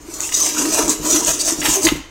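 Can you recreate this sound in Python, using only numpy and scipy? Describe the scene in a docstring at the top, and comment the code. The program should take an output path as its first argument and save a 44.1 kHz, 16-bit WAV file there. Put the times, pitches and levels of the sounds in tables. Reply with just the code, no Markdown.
"""Whisking in a steel bowl.

A wire whisk sweeps flour and cocoa round a bowl on a wooden kitchen counter, heard close by.
The wires stick and slip on the steel, grind through the powder and set the damped bowl droning.
They tick together and clack on the wall, loudest near the end; the bowl bumps the counter."""
import sys
import numpy as np
from scipy import signal
from scipy.fft import rfft, irfft
from scipy.io import wavfile

SR = 44100
rng = np.random.default_rng(int(sys.argv[2]) if len(sys.argv) > 2 else 0)


def transcribe(signal):
    """Save signal, clipped to [-1, 1], as a 16-bit WAV file at the path in sys.argv[1]."""
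    frames = np.atleast_2d(signal).T
    limited = np.clip(frames, -1, 1)
    pcm = np.round(limited * 32767).astype(np.int16)
    wavfile.write(sys.argv[1], SR, pcm)


N = 92610

# Levels of the bowl's drone, wires in powder and wires on steel.
# Each row: time in seconds, relative level in dB.
DRONE_LEVEL = [(0, -45), (.2, -35), (.31, -41.5), (.38, -31), (.55, -32.5), (.6, -21), (.72, -27),
               (.79, -25.5), (.9, -21), (.96, -33.5), (1.03, -27), (1.16, -24.5), (1.22, -25), (1.3, -35.5),
               (1.36, -31.5), (1.5, -32.5), (1.58, -31.5), (1.7, -29), (1.81, -29.5), (1.86, -25),
               (1.9, -47), (2.1, -46)]
GRIND_LEVEL = [(0, -56), (.1, -44), (.2, -35.5), (.3, -39.5), (.4, -35.5), (.5, -32), (.545, -35.5),
               (.58, -29.5), (.7, -31), (.79, -23.5), (.82, -30.5), (.84, -30.5), (.9, -32), (.95, -33.5),
               (1.0, -43.5), (1.04, -30), (1.1, -30), (1.17, -21), (1.19, -33), (1.245, -35.5), (1.28, -22),
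               (1.31, -26), (1.365, -39.5), (1.45, -35.5), (1.485, -25.5), (1.52, -29), (1.55, -38.5),
               (1.61, -36), (1.665, -20), (1.71, -27), (1.76, -22.5), (1.81, -36), (1.85, -25),
               (1.88, -23.5), (1.91, -36), (1.96, -40), (2.02, -61), (2.1, -63.5)]
SLIDE_LEVEL = [(0, -47), (.07, -45.5), (.13, -36), (.145, -26.5), (.19, -35), (.205, -22.5), (.26, -22.5),
               (.315, -26.5), (.345, -14.5), (.42, -18.5), (.49, -17), (.555, -29), (.59, -19), (.66, -27),
               (.71, -19.5), (.74, -16), (.8, -19.5), (.84, -24), (.875, -24), (.9, -12), (.945, -24.5),
               (.97, -45), (1.01, -34), (1.03, -28), (1.11, -16), (1.168, -13.5), (1.19, -19), (1.235, -27),
               (1.27, -15.5), (1.315, -15.5), (1.375, -31.5), (1.405, -14.5), (1.43, -23.5), (1.47, -18),
               (1.51, -19), (1.565, -40.5), (1.608, -14.5), (1.645, -65), (1.665, -22), (1.7, -13.5),
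               (1.755, -14.5), (1.78, -30), (1.825, -22.5), (1.833, -13.5), (1.86, -11.5), (1.89, -32),
               (1.93, -39), (2.0, -50), (2.1, -67)]
# Impacts of bowl on counter, wire on wire and whisk on wall.
# Each row: start in seconds, relative level in dB.
BUMPS = [(.835, -8), (.997, -7.5), (1.128, -13), (1.28, -6.5), (1.585, -9), (1.682, -5.5), (1.839, -12),
         (1.86, -7), (1.92, -2.5), (1.955, -6.5)]
TICKS = [(.139, -18), (.2054, -6), (.3431, -6), (.3721, -8), (.4504, -6), (.7243, -14), (.8803, -1),
         (.8945, 3), (.899, -1), (1.2075, -4), (1.2485, -2), (1.4, -15), (1.508, -9), (1.524, -10),
         (1.6, -15), (1.6611, -12), (1.831, -6), (1.853, -6)]
CLACKS = [(.2014, -22.5), (.29, -24), (.3217, -17.5), (.466, -21), (.653, -25), (1.4825, -20),
          (1.6167, -14.5), (1.626, -14.5), (1.6561, -11), (1.664, -12.5), (1.8685, -2.5), (1.872, -15),
          (1.8872, -3.5)]
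# Modes of the counter, powder-damped bowl, bare steel wall and whisk.
# Each row: frequency in Hz, relative level in dB, T60 in seconds.
COUNTER_MODES = [(48.3, 8.5, 0.26), (57, -3, 0.16), (112, 2, 0.11), (153.4, 10.5, 0.18), (213, -8, .06)]
BODY_MODES = [(306, -26, 0.33), (307.2, 5.5, 0.11), (327.4, -8.5, 0.24), (349.7, 3, 0.069),
              (409, -8.5, 0.21), (443, -15, 0.39)]
WALL_MODES = [(980, -25, .25), (1010, -60, .25), (1082, -7, 0.35), (1272, 7.5, 0.83), (1350, -6, 0.1),
              (1900, -7, 0.54), (2070, 25, 0.12), (2760, 20, 0.21), (3000, -3, .5), (2900, 3, 0.3),
              (4070, -19, 0.64), (5250, 16, 0.26), (5900, 5, 0.44), (7040, 14, 0.49)]
WHISK_MODES = [(1274, -5.5, 0.16), (1916, -6, 0.02), (1988, 2.5, 0.042), (2700, -3, 0.093), (2870, 0, .1),
               (3820, -4, 0.11)]
# Spectra of the room and the four contacts. Each row: frequency in Hz, relative density in dB.
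HUSH_SPECTRUM = [(20, 6), (50, 2.5), (80, -0.5), (200, -12), (500, -15), (2000, -18.5), (8000, -40),
                 (16000, -99)]
TICK_SPECTRUM = [(500, -26), (3000, -43), (5000, -13), (6300, 4), (7900, 3), (9200, -29), (15000, -26)]
CLACK_SPECTRUM = [(300, -17), (800, -13), (1200, -7.5), (2000, 11), (2400, 3), (2850, 7), (3800, 3),
                  (5000, -10), (15000, -31)]
GRIND_SPECTRUM = [(120, -15), (400, -10.5), (650, 8.5), (820, -0.5), (960, 6), (1500, -1), (2000, -4),
                  (2800, 1), (3400, -4.5), (4800, -1.5), (7000, 2), (10500, -6.5), (12500, -6),
                  (15500, -14.5)]
SLIDE_SPECTRUM = [(500, -56), (1500, -28.5), (3200, -18), (3900, -12), (4400, -17), (5050, -9),
                  (5550, -5.5), (5900, -0.5), (6300, 0), (6600, -1.5), (7000, -3), (7500, -6.5),
                  (8300, -5.5), (9000, -10.5), (10500, -20), (15500, -21.5)]
# Friction tones: low judders, high squeaks.
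# Each row: start in seconds, length in seconds, pitch in Hz, relative level in dB.
JUDDERS = [(.082, 0.011, 337, -21.5), (.57, 0.13, 305, -20.5), (.697, .012, 299.2, -23),
           (.785, 0.019, 410, -15), (.79, 0.02, 299.5, -25), (.876, 0.031, 295.4, -19.5),
           (1.12, 0.07, 309, -15.5), (1.517, .016, 343.4, -13.5), (1.625, 0.028, 316, -28),
           (1.68, 0.017, 302, -10.5), (1.76, 0.044, 382.6, -15.5), (1.837, 0.039, 292.7, -9.5),
           (1.916, 0.013, 315.1, -10.5), (1.96, 0.055, 313, -28.5)]
SQUEAKS = [(0.228, 0.027, 2676, -34), (0.334, 0.02, 3810, -26), (.335, 0.057, 5020, -31.5),
           (.337, .018, 6150, -17), (.405, 0.022, 6300, -15), (0.433, 0.048, 5200, -27.5),
           (0.448, 0.015, 2230, -33), (.56, 0.022, 1330, -31.5), (.75, 0.042, 2480, -34),
           (0.772, 0.047, 937, -26.5), (.775, .05, 1325, -31), (.87, 0.037, 942, -29),
           (1.115, 0.024, 3580, -29), (1.2, 0.039, 947, -33), (1.274, 0.029, 668, -33),
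           (1.393, 0.025, 4620, -25.5), (1.727, 0.046, 6380, -22.5), (1.73, 0.022, 8150, -29)]

CRUMBS_PER_S, CRUMB_SPREAD_DB = 5000, 3
CHATTER_HZ, CHATTER_DB = 91.16, 1.68  # the wires catch and let go


def undb(db):
    """Decibels to gain."""
    return 10 ** (np.asarray(db) / 20)


def unit_rms(x):
    """Scale to rms 1."""
    return x / np.sqrt(np.mean(x ** 2))


def unit_energy(x):
    """Scale to energy 1."""
    return x / np.linalg.norm(x)


def level_curve(rows):
    """Gain per sample, interpolated in dB."""
    time_s, db = np.array(rows).T
    return undb(np.interp(np.arange(N) / SR, time_s, db))


def through(force, response):
    """Convolve with an impulse response."""
    return signal.fftconvolve(force, response)[:N]


def butter(x, kind, hz):
    """Second-order low- or high-pass."""
    return signal.sosfilt(signal.butter(2, hz, kind, fs=SR, output="sos"), x)


def colour(spectrum):
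    """Minimum-phase response of unit energy with the given spectrum."""
    size = 4096
    hz, db = np.array(spectrum).T
    bins_hz = np.maximum(np.arange(size // 2 + 1) * SR / size, 1)
    gain = undb(np.interp(np.log(bins_hz), np.log(hz), db))
    cepstrum = irfft(np.log(gain))
    cepstrum[1:size // 2] *= 2
    cepstrum[size // 2 + 1:] = 0
    return unit_energy(irfft(np.exp(rfft(cepstrum))))


def decay(t60_s):
    """Exponential decay, one second long."""
    return np.exp(-np.log(1000) * np.arange(SR) / SR / t60_s)


def modes(rows):
    """Impulse response of decaying modes."""
    t = np.arange(SR) / SR
    return sum(undb(db) * np.sin(2 * np.pi * hz * t) * decay(t60_s) for hz, db, t60_s in rows)


def impulses(rows):
    """One impulse per impact."""
    force = np.zeros(N)
    for start_s, db in rows:
        force[int(start_s * SR)] += undb(db)
    return force


def rebounds(rows, t60_s):
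    """Each impact is a dying burst of tiny random rebounds."""
    burst = decay(t60_s) ** 2
    power = through(impulses(rows) ** 2, burst / burst.sum())
    return np.sqrt(np.maximum(power, 0)) * rng.standard_normal(N)


def slips(per_s, spread_db):
    """Stick-slip impulses of random time, size and sign."""
    size = undb(spread_db * np.clip(rng.standard_normal(N), -2, 2))
    slipping = rng.random(N) < per_s / SR
    return unit_rms(slipping * size * rng.choice([-1, 1], N))


def wander(rate_hz):
    """Smooth random drift, rms 1."""
    return unit_rms(np.interp(np.arange(N) / SR * rate_hz, np.arange(N), rng.standard_normal(N)))


def friction_tones(rows, rise_s, fall_s, jitter_hz, jitter_rate_hz):
    """Brief rough tones; friction jitters their pitch and level."""
    t, out = np.arange(N) / SR, np.zeros(N)
    for start_s, length_s, hz, db in rows:
        attack = np.clip((t - start_s) / rise_s, 0, 1)
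        release = np.exp(-np.maximum(t - start_s - length_s + fall_s / 2, 0) / fall_s)
        phase = 2 * np.pi * np.cumsum(hz + jitter_hz * wander(jitter_rate_hz)) / SR
        gain = undb(db + CHATTER_DB * wander(CHATTER_HZ))
        out += gain * attack * release * np.sin(phase)
    return out


def room_hush():
    """The kitchen's steady low noise."""
    return through(rng.standard_normal(N), colour(HUSH_SPECTRUM))


def bowl_body():
    """Low-mode response; the small bowl radiates little below its first mode."""
    return butter(modes(BODY_MODES), "high", hz=234)


def bowl_drone(body):
    """The whisk's drag drives the low modes."""
    drag = slips(CRUMBS_PER_S, CRUMB_SPREAD_DB) * level_curve(DRONE_LEVEL)
    return through(drag, unit_energy(body))


def whisk_judder():
    """Pressed hard, the whisk judders at the bowl's lowest resonances."""
    return friction_tones(JUDDERS, rise_s=0.0071, fall_s=0.0063, jitter_hz=17.91, jitter_rate_hz=120.7)


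def counter_bumps(body, contact_s=0.0005):
    """Soft knocks shake bowl and counter."""
    progress = np.arange(SR // 50) / SR / (contact_s / 2)
    push = progress * np.exp(-2 * progress)
    response = undb(-21) * body + undb(-31) * modes(COUNTER_MODES)
    return through(through(impulses(BUMPS), response), push / push.sum())


def steel_wall(crossover_hz=4500):
    """Wall response: direct contact, clear modes and a dense ring whose treble dies first."""
    low = butter(rng.standard_normal(SR), "low", crossover_hz) * decay(t60_s=0.52)
    high = butter(rng.standard_normal(SR), "high", crossover_hz) * decay(t60_s=0.3)
    response = undb(-8.5) * unit_energy(low + high) + undb(-20) * unit_energy(modes(WALL_MODES))
    response[0] += 1
    return unit_energy(response)


def whisk_clacks():
    """The whole whisk rattles on the wall and its wires clank."""
    force = rebounds(CLACKS, t60_s=0.026)
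    clack = through(force, colour(CLACK_SPECTRUM))
    clank = through(force, unit_energy(modes(WHISK_MODES)))
    return undb(16.5) * clack + undb(8.5) * clank


def wire_ticks():
    """Single wires strike each other, short and bright."""
    return through(rebounds(TICKS, t60_s=0.0078), colour(TICK_SPECTRUM))


def wire_squeaks():
    """A sliding wire catches and makes one resonance sing."""
    return friction_tones(SQUEAKS, rise_s=0.0088, fall_s=0.0044, jitter_hz=84.8, jitter_rate_hz=400.6)


def moving_contact(scrape, dwell_s=0.05, ring_db=-2.5):
    """The contact travels round the bowl; each spot has its own short resonances."""
    position = np.arange(N) / SR / dwell_s
    out = scrape.copy()
    for spot in range(int(position[-1]) + 2):
        ring = (rng.standard_normal(SR) * decay(t60_s=0.024))[:SR // 20]
        crossfade = np.sqrt(np.maximum(1 - abs(position - spot), 0))
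        out += undb(ring_db) * through(scrape * crossfade, unit_energy(ring))
    return out / np.hypot(1, undb(ring_db))


def wire_scrape():
    """Wires chatter over bare steel and grind through the powder."""
    chatter = undb(CHATTER_DB * wander(CHATTER_HZ))
    steel_force = slips(per_s=3500, spread_db=-2) * level_curve(SLIDE_LEVEL) * chatter
    powder_force = slips(CRUMBS_PER_S, CRUMB_SPREAD_DB) * level_curve(GRIND_LEVEL) * chatter
    slide = through(steel_force, colour(SLIDE_SPECTRUM))
    grind = through(powder_force, colour(GRIND_SPECTRUM))
    return undb(-1) * slide + undb(4) * grind


def scene():
    """Mono mix: hush, the bowl's low sounds, and wire contacts ringing through the wall."""
    hush = undb(-42) * room_hush()
    body = bowl_body()
    lows = undb(-1.5) * (bowl_drone(body) + whisk_judder()) + counter_bumps(body)
    wall = steel_wall()
    contacts = whisk_clacks() + undb(10) * wire_ticks() + undb(4) * wire_squeaks()
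    contacts += moving_contact(wire_scrape())
    return (hush + lows + through(contacts, wall))[None]


def record(dry):
    """Round the loudest peaks; cut the lowest bass and the top."""
    ceiling, top_hz = 0.86, 15750
    rounded = dry / (1 + (dry / ceiling) ** 6) ** (1 / 6)
    lowpass = signal.ellip(8, 0.05, 50, top_hz, fs=SR, output="sos")
    return signal.sosfiltfilt(lowpass, butter(rounded, "high", hz=22))


dry = scene()
out = record(dry)
transcribe(out)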